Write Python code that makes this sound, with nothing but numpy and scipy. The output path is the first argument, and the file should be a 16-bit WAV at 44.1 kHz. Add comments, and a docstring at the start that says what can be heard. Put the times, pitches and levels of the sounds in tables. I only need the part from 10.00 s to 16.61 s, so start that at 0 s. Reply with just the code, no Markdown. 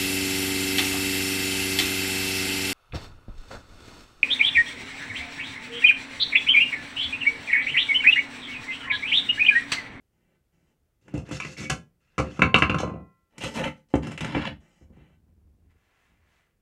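"""In a small room, close to a wooden workbench, the lid of a rusty oval tin is prised off.
It scrapes and squeaks by stick-slip friction, clinks, is put down and rocks to rest. The tin is then
dragged, tipped onto its side and slid about. Each impact excites the damped normal modes of the
sheet metal and makes the bench boom. At the end a sleeve swishes softly."""
import sys
import numpy as np
from scipy import signal
from scipy.fft import rfft, irfft
from scipy.io import wavfile
from scipy.ndimage import map_coordinates

SR = 44100
rng = np.random.default_rng(int(sys.argv[2]) if len(sys.argv) > 2 else 0)


def to_wav(s):
    """Save 16-bit WAV."""
    ch = np.atleast_2d(s).T  # columns
    pcm = np.round(np.clip(ch, -1, 1) * 32767)  # PCM
    wavfile.write(sys.argv[1], SR, pcm.astype(np.int16))


N = 291501
RING, ONSET = int(.85 * SR), 1024  # samples in an impulse response, and in the part that sets its level

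# Spectra of room noise, cloth, and the bench's knock and soft bumps: f/Hz, level/dB
AIR_SPECTRUM = [(15, -31), (25, -1), (66, -1), (264, -14), (488, -18), (1030, -30), (1310, -28),
                (2630, -32), (3930, -36), (15000, -37)]
CLOTH_SPECTRUM = [(200, -6), (600, -1), (1300, -1), (2000, 1.5), (3000, -6.5), (4600, -19), (7000, -19.5),
                  (12000, -30)]
KNOCK_SPECTRUM = [(35, -33.5), (65, -4), (150, 6.5), (330, -7.5), (520, -10), (1200, -27.5), (4000, -71)]
BUMP_SPECTRUM = [(25, -16), (50, -5), (78, 3.5), (115, -14), (220, -12.5), (400, -26.5), (1000, -41),
                 (4000, -66.5)]
# Spectra of the clack, the dense and quickly damped vibration of the sheet: f/Hz, level/dB
LID_CLACK = [(100, -16), (330, -9), (520, 2), (650, -2), (1000, 0), (1280, 5.5), (1600, 0), (1830, -8),
             (2100, 0), (2450, -1), (2750, 4), (3050, -2), (3320, -10), (3600, -6), (4200, -12),
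             (5700, -11), (7200, -13), (10000, -27), (15000, -50)]
TIN_CLACK = [(30, -18.5), (100, 1), (300, 2.5), (550, -7), (900, -2), (1300, -8), (2000, -0.5), (2900, 4),
             (4500, -2.5), (7000, -2.5), (10000, -12.5), (13000, -26), (15000, -36)]
# Friction spectra of skin on rust, the rusty lid, and the tin's foot and side on wood: f/Hz, level/dB
SKIN_FRICTION = [(150, -49), (600, 9), (1500, 4), (2800, -4.5), (4500, -15), (12000, -91)]
LID_FRICTION = [(150, -14.5), (500, -1), (1000, -1.5), (2300, 2), (4000, -9), (6000, -22.5), (12000, -27.5)]
FOOT_FRICTION = [(150, 14.5), (300, -24.5), (550, 15), (1000, 9), (2000, 0), (3000, -3), (4200, -22.5),
                 (6000, -7), (12000, -17.5)]
SIDE_FRICTION = [(150, 13.5), (300, -25), (550, 11.5), (1000, 15), (2000, 7.5), (3200, 1.5), (5000, -12.5),
                 (12000, -48)]
# Normal modes of the bench, the stiff rim, the tin and the lid's flat top: f/Hz, level/dB, T60/s
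BENCH_MODES = [(70, -1, .25), (84, -9, .28), (107, -4, .12), (150.3, 0.5, 0.23), (153, -7.5, .18),
               (189.5, -5.5, .18), (227.4, 1, 0.11), (297.8, 1, 0.13), (348, -6, 0.06), (520, -7, .18)]
RIM_MODES = [(759, -11, .6), (1082, -8, .25), (1362, -14.5, 1.1), (1518, -7, .22), (1666, 1, .24),
             (1986, -13, .95), (2175, -7, .22), (2266, -12, .3), (2482, -15, .67), (2998, -2, .28),
             (3140, -6, .15), (3435, -8, .3), (3661, -12, .16), (4086, -11, .3), (4250, -11, .16),
             (4490, -13, .14), (5136, -7, .16), (5615, -4.5, .15), (6170, -10, .13), (6374, -6, .2),
             (7354, -13, .14), (8576, -15, .16)]
TIN_MODES = [(287, -1, .2), (525, -.5, 0.06), (554.2, -8, 0.2), (875, -6, 0.33), (1214, -11, 0.16),
             (1332, -8, 0.18), (1512, -6, 0.13), (1852, 0, 0.0564), (1952, -3, 0.16), (2059, -3, 0.14),
             (2300, -3, .12), (2690, -1, .08), (2950, 0, .16), (3090, -5, .24), (4010, -1, .12),
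             (4810, -6, .12), (5290, -3, .11), (6010, -7, .1), (6660, -6, .1), (7570, -5, .11),
             (8240, -5, .07)]
LID_MODES = [(772, -8, .35), (974, -7, .2), (1049, -1, .55), (1104, -7, .2), (1147, 2, .15), (1237, 4, .12),
             (1302, 6, .12), (1505, -3, .16), (2035, -7, .1), (2222, -2, .2), (2320, -7, .18),
             (2631, 4, .08), (2760, 7, .04), (3135, -10, .15), (3526, 0, .1), (4086, -9, .12),
             (4412, -10, .2), (5830, -9, .1), (7030, -11, .12)]
# Sleeve swishes as the arm draws away: t/s of peak speed, half-length/s, level/dB
SWISHES = [(5.714, .012, -73), (5.879, 0.17, -74.5), (6.053, 0.12, -72), (6.349, 0.14, -70)]
# Low bench rumbles as the tin drags and slides and the hands shift: t/s, length/s, level/dB
RUMBLES = [(3.55, .12, -47), (4.47, .11, -47), (4.81, 0.21, -57), (5.098, 0.66, -61), (6.081, 0.216, -68.5)]
# Squeaks of tight metal: t/s, length/s, initial f/Hz, glide/(Hz/s), level/dB, relative pitch deviation
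SQUEAKS = [(1.404, .027, 2850, -14000, -42, .05), (1.445, .010, 1850, 20000, -38, .04),
           (1.564, .10, 2226, 300, -44, .014), (3.405, .065, 2800, 2500, -40, .03)]
# Strokes of fingers on the tin, the lid on rim, fingers and bench, and the tin's foot and side on wood:
# t/s, length/s, load swell/dB, scrape/dB, bench rumble/dB, rust grit/dB
FINGER_RUBS = [ (.12, 0.24, 6, -79.5, -73, -95), (.52, 0.2, 1, -79, -71, -88),
               (4.60, 0.24, -6, -69.5, -67, -79), (4.92, 0.08, 6, -69, -62, -90),
               (5.00, 0.15, -7, -70, -63, -91), ]
LID_RUBS = [ (1.01, 0.13, 20, -71.5, -56, -81), (1.138, 0.06, -6, -53.5, -48, -62),
            (1.25, 0.06, 8.5, -54, -51.5, -67), (1.312, 0.058, -2, -45.5, -38.5, -47),
            (1.405, 0.13, -3.5, -53, -46.5, -54), (1.57, 0.076, 4, -47.5, -34.5, -46.5),
            (2.00, 0.21, 8, -74.5, -76, -86.5), (2.23, 0.062, -6.5, -52, -34, -66.5),
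            (2.30, 0.079, 3, -53.5, -50.5, -62.5), ]
FOOT_DRAGS = [ (3.30, 0.083, 13, -65, -66.5, -80), (3.405, 0.049, 0.5, -35.5, -40, -43.5),
              (3.455, 0.08, -4.5, -44.5, -40.5, -52), (3.535, 0.058, 11.5, -34.5, -34, -44.5),
              (3.595, 0.059, 1, -32.5, -33, -50.5), (3.655, 0.023, -3.5, -40.5, -49, -59),
              (3.76, 0.029, 1, -63, -67.5, -73.5), (3.885, 0.048, 9.5, -66.5, -68, -72.5), ]
SIDE_SLIDES = [ (4.02, 0.12, -3, -48.5, -38.5, -64.5), (4.21, 0.138, 0, -40.5, -35.5, -62),
               (4.35, 0.12, 2.5, -35, -37.5, -62), (4.48, 0.072, -20, -69, -44.5, -88), ]
# Clinks of the lid's rim on the tin: t/s, level/dB, tilt/(dB/octave), damping by hand or bench/(dB/s)
CLINKS = [(1.698, -31, -3.5, 230), (2.584, -49, 2, 200), (2.785, -39.5, 0, 12)]
# Impacts of tin and lid: t/s, contact brightness f/Hz, clank/dB, bench thump/dB, rim tick/dB
TIN_IMPACTS = [ (1.080, 1160, -51.5, -58, -71), (1.139, 402.7, -35, -28, -61.5),
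               (1.175, 414, -48, -32.5, -59.5), (1.289, 866, -46.5, -51.5, -62),
               (1.311, 990, -36.5, -33, -55), (3.380, 2010, -48.5, -44, -51),
               (3.437, 2950, -39, -35.5, -47.5), (3.640, 2370, -32, -34, -51), (3.676, 2350, -39, -55, -62),
               (3.9385, 616, -20, -23, -63), (3.9525, 617, -26.5, -27, -53), (4.069, 1410, -41.5, -36, -54),
               (4.116, 1520, -42, -73, -55.5), (4.176, 2380, -40, -47, -53.5),
               (4.2065, 2640, -35.5, -36.5, -47.5), (4.245, 1550, -33.5, -36, -49.5),
               (4.348, 1240, -28, -29, -68), (4.364, 406.6, -25.5, -29, -68),
               (4.812, 429, -73.5, -51.5, -97), (4.901, 444, -63, -52, -92), (4.967, 600, -67, -52, -89),
               (5.280, 601, -72, -66, -96), ]
LID_IMPACTS = [ (1.4005, 2900, -37.5, -50.5, -49), (1.448, 2030, -46, -39, -53.5),
               (1.698, 1600, -33, -31, -33), (2.180, 1400, -30, -26.5, -45), (2.187, 2000, -33, -33, -48),
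               (2.197, 580, -29.5, -27, -46.5), (2.392, 1165, -34, -25.5, -55.5),
               (2.419, 1940, -19, -19, -44.5), (2.5422, 2750, -18, -23, -50),
               (2.560, 1260, -28.5, -29, -45), (2.584, 1100, -34, -51.5, -44),
               (2.6215, 1900, -20.5, -22, -49), (2.696, 2290, -28, -24.5, -53.5),
               (2.7435, 1290, -29, -26.5, -53.5), (2.785, 3150, -42.5, -46, -56.5),
               (2.801, 880, -36, -31, -45.5), ]


def undb(db):
    """Amplitude ratio of a level in decibels."""
    return 10 ** (np.asarray(db) / 20)


def unit(x, size=None):
    """Normalisation to unit rms over the first size samples."""
    return x / np.sqrt(np.mean(x[:size] ** 2) + 1e-24)


def add(out, x, start):
    """Superposition of x on out from a start time in seconds."""
    i = max(int(start * SR), 0)
    out[i:i + len(x)] += x[:max(N - i, 0)]


def cut(x, hz, kind, order=2):
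    """Maximally flat low-pass or high-pass filter."""
    return signal.sosfilt(signal.butter(order, min(hz, SR / 3), kind, fs=SR, output="sos"), x)


def colour(x, spectrum):
    """Minimum-phase filter, obtained by folding the cepstrum of a spectrum."""
    hz, db = np.transpose(spectrum)
    grid = np.linspace(1, SR / 2, 1025)
    gain = undb(np.interp(np.log(grid), np.log(hz), db))
    cepstrum = irfft(np.log(gain))
    half = len(cepstrum) // 2
    cepstrum[1:half] *= 2
    cepstrum[half + 1:] = 0
    return signal.oaconvolve(x, irfft(np.exp(rfft(cepstrum))))[:len(x)]


def decay(t60):
    """Exponential damping by 60 dB in t60 seconds."""
    return np.exp(-np.log(1000) * np.arange(RING) / SR / t60)


def ringing(modes):
    """Free vibration: each normal mode is a damped sinusoid."""
    t = np.arange(RING) / SR
    return np.array([undb(db) * decay(t60) * np.sin(2 * np.pi * hz * t) for hz, db, t60 in modes])


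def tap_response(rings, clack, clack_db, clack_t60, spot_db=1.2):
    """Modal superposition: a random striking point weights the modes; noise forms the dense clack."""
    weights = undb(spot_db * rng.standard_normal(len(rings))) * rng.choice([-1, 1], len(rings))
    dense = colour(rng.standard_normal(RING) * decay(clack_t60), clack)
    return unit(weights @ rings, ONSET) + undb(clack_db) * unit(dense, ONSET)


def excite(force, response):
    """Forced vibration: the force is convolved with an impulse response of unit energy."""
    return signal.fftconvolve(force, response / np.linalg.norm(response))


def slips(size, rate, spread_db):
    """Stick-slip: surfaces catch and let go in random, uneven impulses, on average rate per second."""
    clicks = (rng.random(size) < rate / SR) * rng.choice([-1, 1], size)
    strength = undb(spread_db * np.minimum(rng.exponential(size=size), 4))
    return unit(clicks * strength)


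def stroke(start, length, swell_db=0, attack_s=.003, release_s=.013):
    """Normal load of one stroke: a quick rise, a hold that swells or sags, an exponential release."""
    t = np.arange(int((length + .2) * SR)) / SR
    attack = 1 - np.exp(-t / attack_s)
    hold = undb(swell_db * (np.minimum(t / length, 1) - .5))
    release = np.exp(-np.maximum(t - length, 0) / release_s)
    load = np.zeros(N)
    add(load, attack * hold * release, start)
    return load


def air(level_db=-72):
    """Stationary random noise of the still room, strongest in the bass."""
    return unit(colour(rng.standard_normal(N), AIR_SPECTRUM)) * undb(level_db)


def room(x, near_db=-7, tail_db=-6):
    """Reflection and reverberation: one echo from a near surface, then a short tail, thin in the bass."""
    noise = rng.standard_normal(RING)
    tail = cut(noise, 170, "low") * decay(t60=.3) + cut(noise, 780, "high") * decay(t60=.18)
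    tail = cut(tail, 170, "high")
    out = x.copy()
    add(out, undb(near_db) * cut(x, 1600, "high", order=1), start=.003)
    add(out, undb(tail_db) * excite(x, tail), start=.01)
    return out


def sleeve(hiss_db=-9, hiss_hz=3200):
    """Friction of threads: the rustle grows with the arm's speed, the hiss with its square."""
    t, out = np.arange(N) / SR, np.zeros(N)
    rustle = unit(colour(slips(N, rate=2500, spread_db=2), CLOTH_SPECTRUM))
    cloth_noise = colour(rng.standard_normal(N), CLOTH_SPECTRUM)
    hiss = unit(cut(cloth_noise, hiss_hz, "high", order=4))
    for peak_s, half_s, db in SWISHES:
        speed = np.exp(-((t - peak_s) / half_s) ** 2)
        out += undb(db) * speed * (rustle + undb(hiss_db) * speed * hiss)
    return out


def bench_rumble():
    """Structure-borne sound: the dragged and slid tin and the shifting hands send faint, irregular bumps
    through the bench."""
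    load = sum(undb(db) * stroke(start, length) for start, length, db in RUMBLES)
    force = slips(N, rate=220, spread_db=1.4) * load
    filter_gain = np.linalg.norm(colour(signal.unit_impulse(RING), BUMP_SPECTRUM))
    return colour(force, BUMP_SPECTRUM) / filter_gain


def bench_boom(clack_db=-2, clack_t60=.27):
    """Sounding-board action: the bench top radiates its low modes over a dull knock."""
    boom = tap_response(ringing(BENCH_MODES), KNOCK_SPECTRUM, clack_db, clack_t60)
    return cut(boom, 57, "high", order=5)


def squeaks():
    """Friction-induced oscillation: sliding metal chatters at an unsteady, gliding pitch."""
    t, out = np.arange(N) / SR, np.zeros(N)
    waver, grip = (unit(cut(rng.standard_normal(N), 300, "low")) for _ in range(2))
    for start, length, hz, glide, db, deviation in SQUEAKS:
        pitch = (hz + glide * np.clip(t - start, 0, length)) * (1 + deviation * waver)
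        chatter = unit(np.sin(2 * np.pi * np.cumsum(pitch) / SR) * np.abs(grip))
        out += chatter * undb(db) * stroke(start, length, release_s=.008)
    return out


def flexing(x, sway_s, rate_hz=12):
    """Frequency modulation: a wandering delay shifts the resonances as the loaded sheet flexes."""
    sway = sway_s * unit(cut(rng.standard_normal(N), rate_hz, "low", order=4))
    return map_coordinates(x, [np.arange(N) + sway * SR], order=3)


def rubbing(strokes, rings, clack, friction, hand_t60, clack_db, rate, spread_db,
            sway_s=.0001, bench_hz=110, grit_hz=4600, spots=3):
    """Stick-slip friction at a few contact spots drives the hand-damped sheet and the bench."""
    out, envelopes = np.zeros(N), np.zeros((3, N))
    for start, length, swell_db, scrape_db, rumble_db, grit_db in strokes:
        load = stroke(start, length, swell_db)
        even = stroke(start, length)  # rust crackles evenly through a stroke
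        envelopes += [undb(scrape_db) * load, undb(rumble_db) * load, undb(grit_db) * even]
    first, last = np.flatnonzero(envelopes[0])[[0, -1]]
    scrape, rumble, grit = envelopes[:, first:last]
    # The load wanders between the spots at constant total power.
    shares = np.abs(cut(rng.standard_normal((spots, len(scrape))), 16, "low")) + 1e-9
    shares /= np.linalg.norm(shares, axis=0)
    forces = [share * slips(len(scrape), rate, spread_db) for share in shares]
    for force in forces:
        metal = tap_response(rings, clack, clack_db, clack_t60=.012) * decay(hand_t60)
        add(out, excite(force * scrape, colour(metal, friction)), first / SR)
        add(out, excite(force * grit, cut(metal, grit_hz, "high", order=4)), first / SR)
    out = flexing(out, sway_s)
    board = cut(bench_boom(clack_db=-1.5, clack_t60=.022), bench_hz, "high")
    add(out, excite(sum(forces) * rumble, board), first / SR)
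    return out


def clinks():
    """Hard contact of metal on metal excites the rim's clear partials, which linger if lightly damped."""
    out, rings = np.zeros(N), ringing(RIM_MODES)
    octaves = np.log2(np.array(RIM_MODES)[:, 0] / 3000)
    for start, db, tilt, damping in CLINKS:
        weights = undb(db + tilt * octaves) * rng.choice([-1, 1], len(rings))
        add(out, weights @ rings * undb(-damping * np.arange(RING) / SR), start)
    return out


def rocking(start=2.8315, gap_s=.0318, limp_s=.01, contact_hz=560, count=6):
    """Dissipation: impact rows of the lid rocking to rest, each weaker, every second one late."""
    first_db = np.array([-34, -28, -62])  # clank, bench thump, rim tick
    fall_db_per_s = np.array([172, 98, 197])
    delays = [k * gap_s + k % 2 * limp_s for k in range(count)]
    return [(start + delay, contact_hz, *(first_db - delay * fall_db_per_s)) for delay in delays]


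def crack(contact_hz, clack, t60=.014, band_ratio=1.2):
    """Contact transient: the struck spot buzzes briefly in a band around the contact frequency."""
    burst = colour(rng.standard_normal(RING) * decay(t60), clack)
    burst = cut(burst, contact_hz / band_ratio, "high", order=4)
    return unit(cut(burst, contact_hz * band_ratio, "low", order=6), ONSET)


def impacts(table, rings, clack, let_go_s, hand_t60, clack_db, clack_t60, flex_s,
            cutoff_ratio, crack_db, sheet_hz, tick_hz=5000):
    """Impulse excitation: soft contact rings the lower modes, the hard rim the top; the bench booms."""
    out = np.zeros(N)
    rise = np.minimum(np.arange(RING) / SR / flex_s, 1)  # thin sheet gives way before it rings fully
    for start, contact_hz, clank_db, thump_db, tick_db in table:
        metal = tap_response(rings, clack, clack_db, clack_t60) * rise
        if start < let_go_s:  # the hand damps the ring
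            metal *= decay(hand_t60)
        softened = cut(metal, cutoff_ratio * contact_hz, "low")
        body = unit(cut(softened, sheet_hz, "low", order=3), ONSET)
        tick = unit(cut(metal, tick_hz, "high", order=3), ONSET)
        thump = unit(bench_boom(), ONSET)
        clank = body + undb(crack_db) * crack(contact_hz, clack)
        add(out, undb(clank_db) * clank + undb(tick_db) * tick + undb(thump_db) * thump, start)
    return out


def scene():
    """Linear superposition of lid, tin, bench and sleeve in the room, over quiet air."""
    lid, tin = ringing(LID_MODES), ringing(TIN_MODES)
    direct = impacts(LID_IMPACTS + rocking(), lid, LID_CLACK, let_go_s=2.41, hand_t60=.42, clack_db=3.5,
                     clack_t60=.048, flex_s=.002, cutoff_ratio=1.45, crack_db=-1, sheet_hz=4000)
    direct += impacts(TIN_IMPACTS, tin, TIN_CLACK, let_go_s=5.2, hand_t60=.306, clack_db=1.5,
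                      clack_t60=.073, flex_s=.0015, cutoff_ratio=.98, crack_db=-9.5, sheet_hz=3500)
    direct += rubbing(LID_RUBS, lid, LID_CLACK, LID_FRICTION, hand_t60=.051, clack_db=18,
                      rate=1700, spread_db=-.5)
    direct += rubbing(FOOT_DRAGS, tin, TIN_CLACK, FOOT_FRICTION, hand_t60=.26, clack_db=-2,
                      rate=700, spread_db=4.2, sway_s=.0002, bench_hz=200, spots=4)
    direct += rubbing(SIDE_SLIDES, tin, TIN_CLACK, SIDE_FRICTION, hand_t60=.081, clack_db=1.5,
                      rate=900, spread_db=5, bench_hz=128)
    direct += rubbing(FINGER_RUBS, tin, TIN_CLACK, SKIN_FRICTION, hand_t60=.2, clack_db=0,
                      rate=2200, spread_db=3)
    return (air() + room(direct + clinks() + squeaks() + sleeve() + bench_rumble()))[None]


def record(dry, bottom_hz=22, top_hz=15700):
    """Band limiting: the microphone thins the deepest bass, clips at full scale and cuts the top."""
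    sound = np.clip(cut(dry, bottom_hz, "high"), -1, 1)
    return signal.sosfilt(signal.ellip(8, .2, 70, top_hz, fs=SR, output="sos"), sound)


dry = scene()
out = record(dry)
to_wav(out)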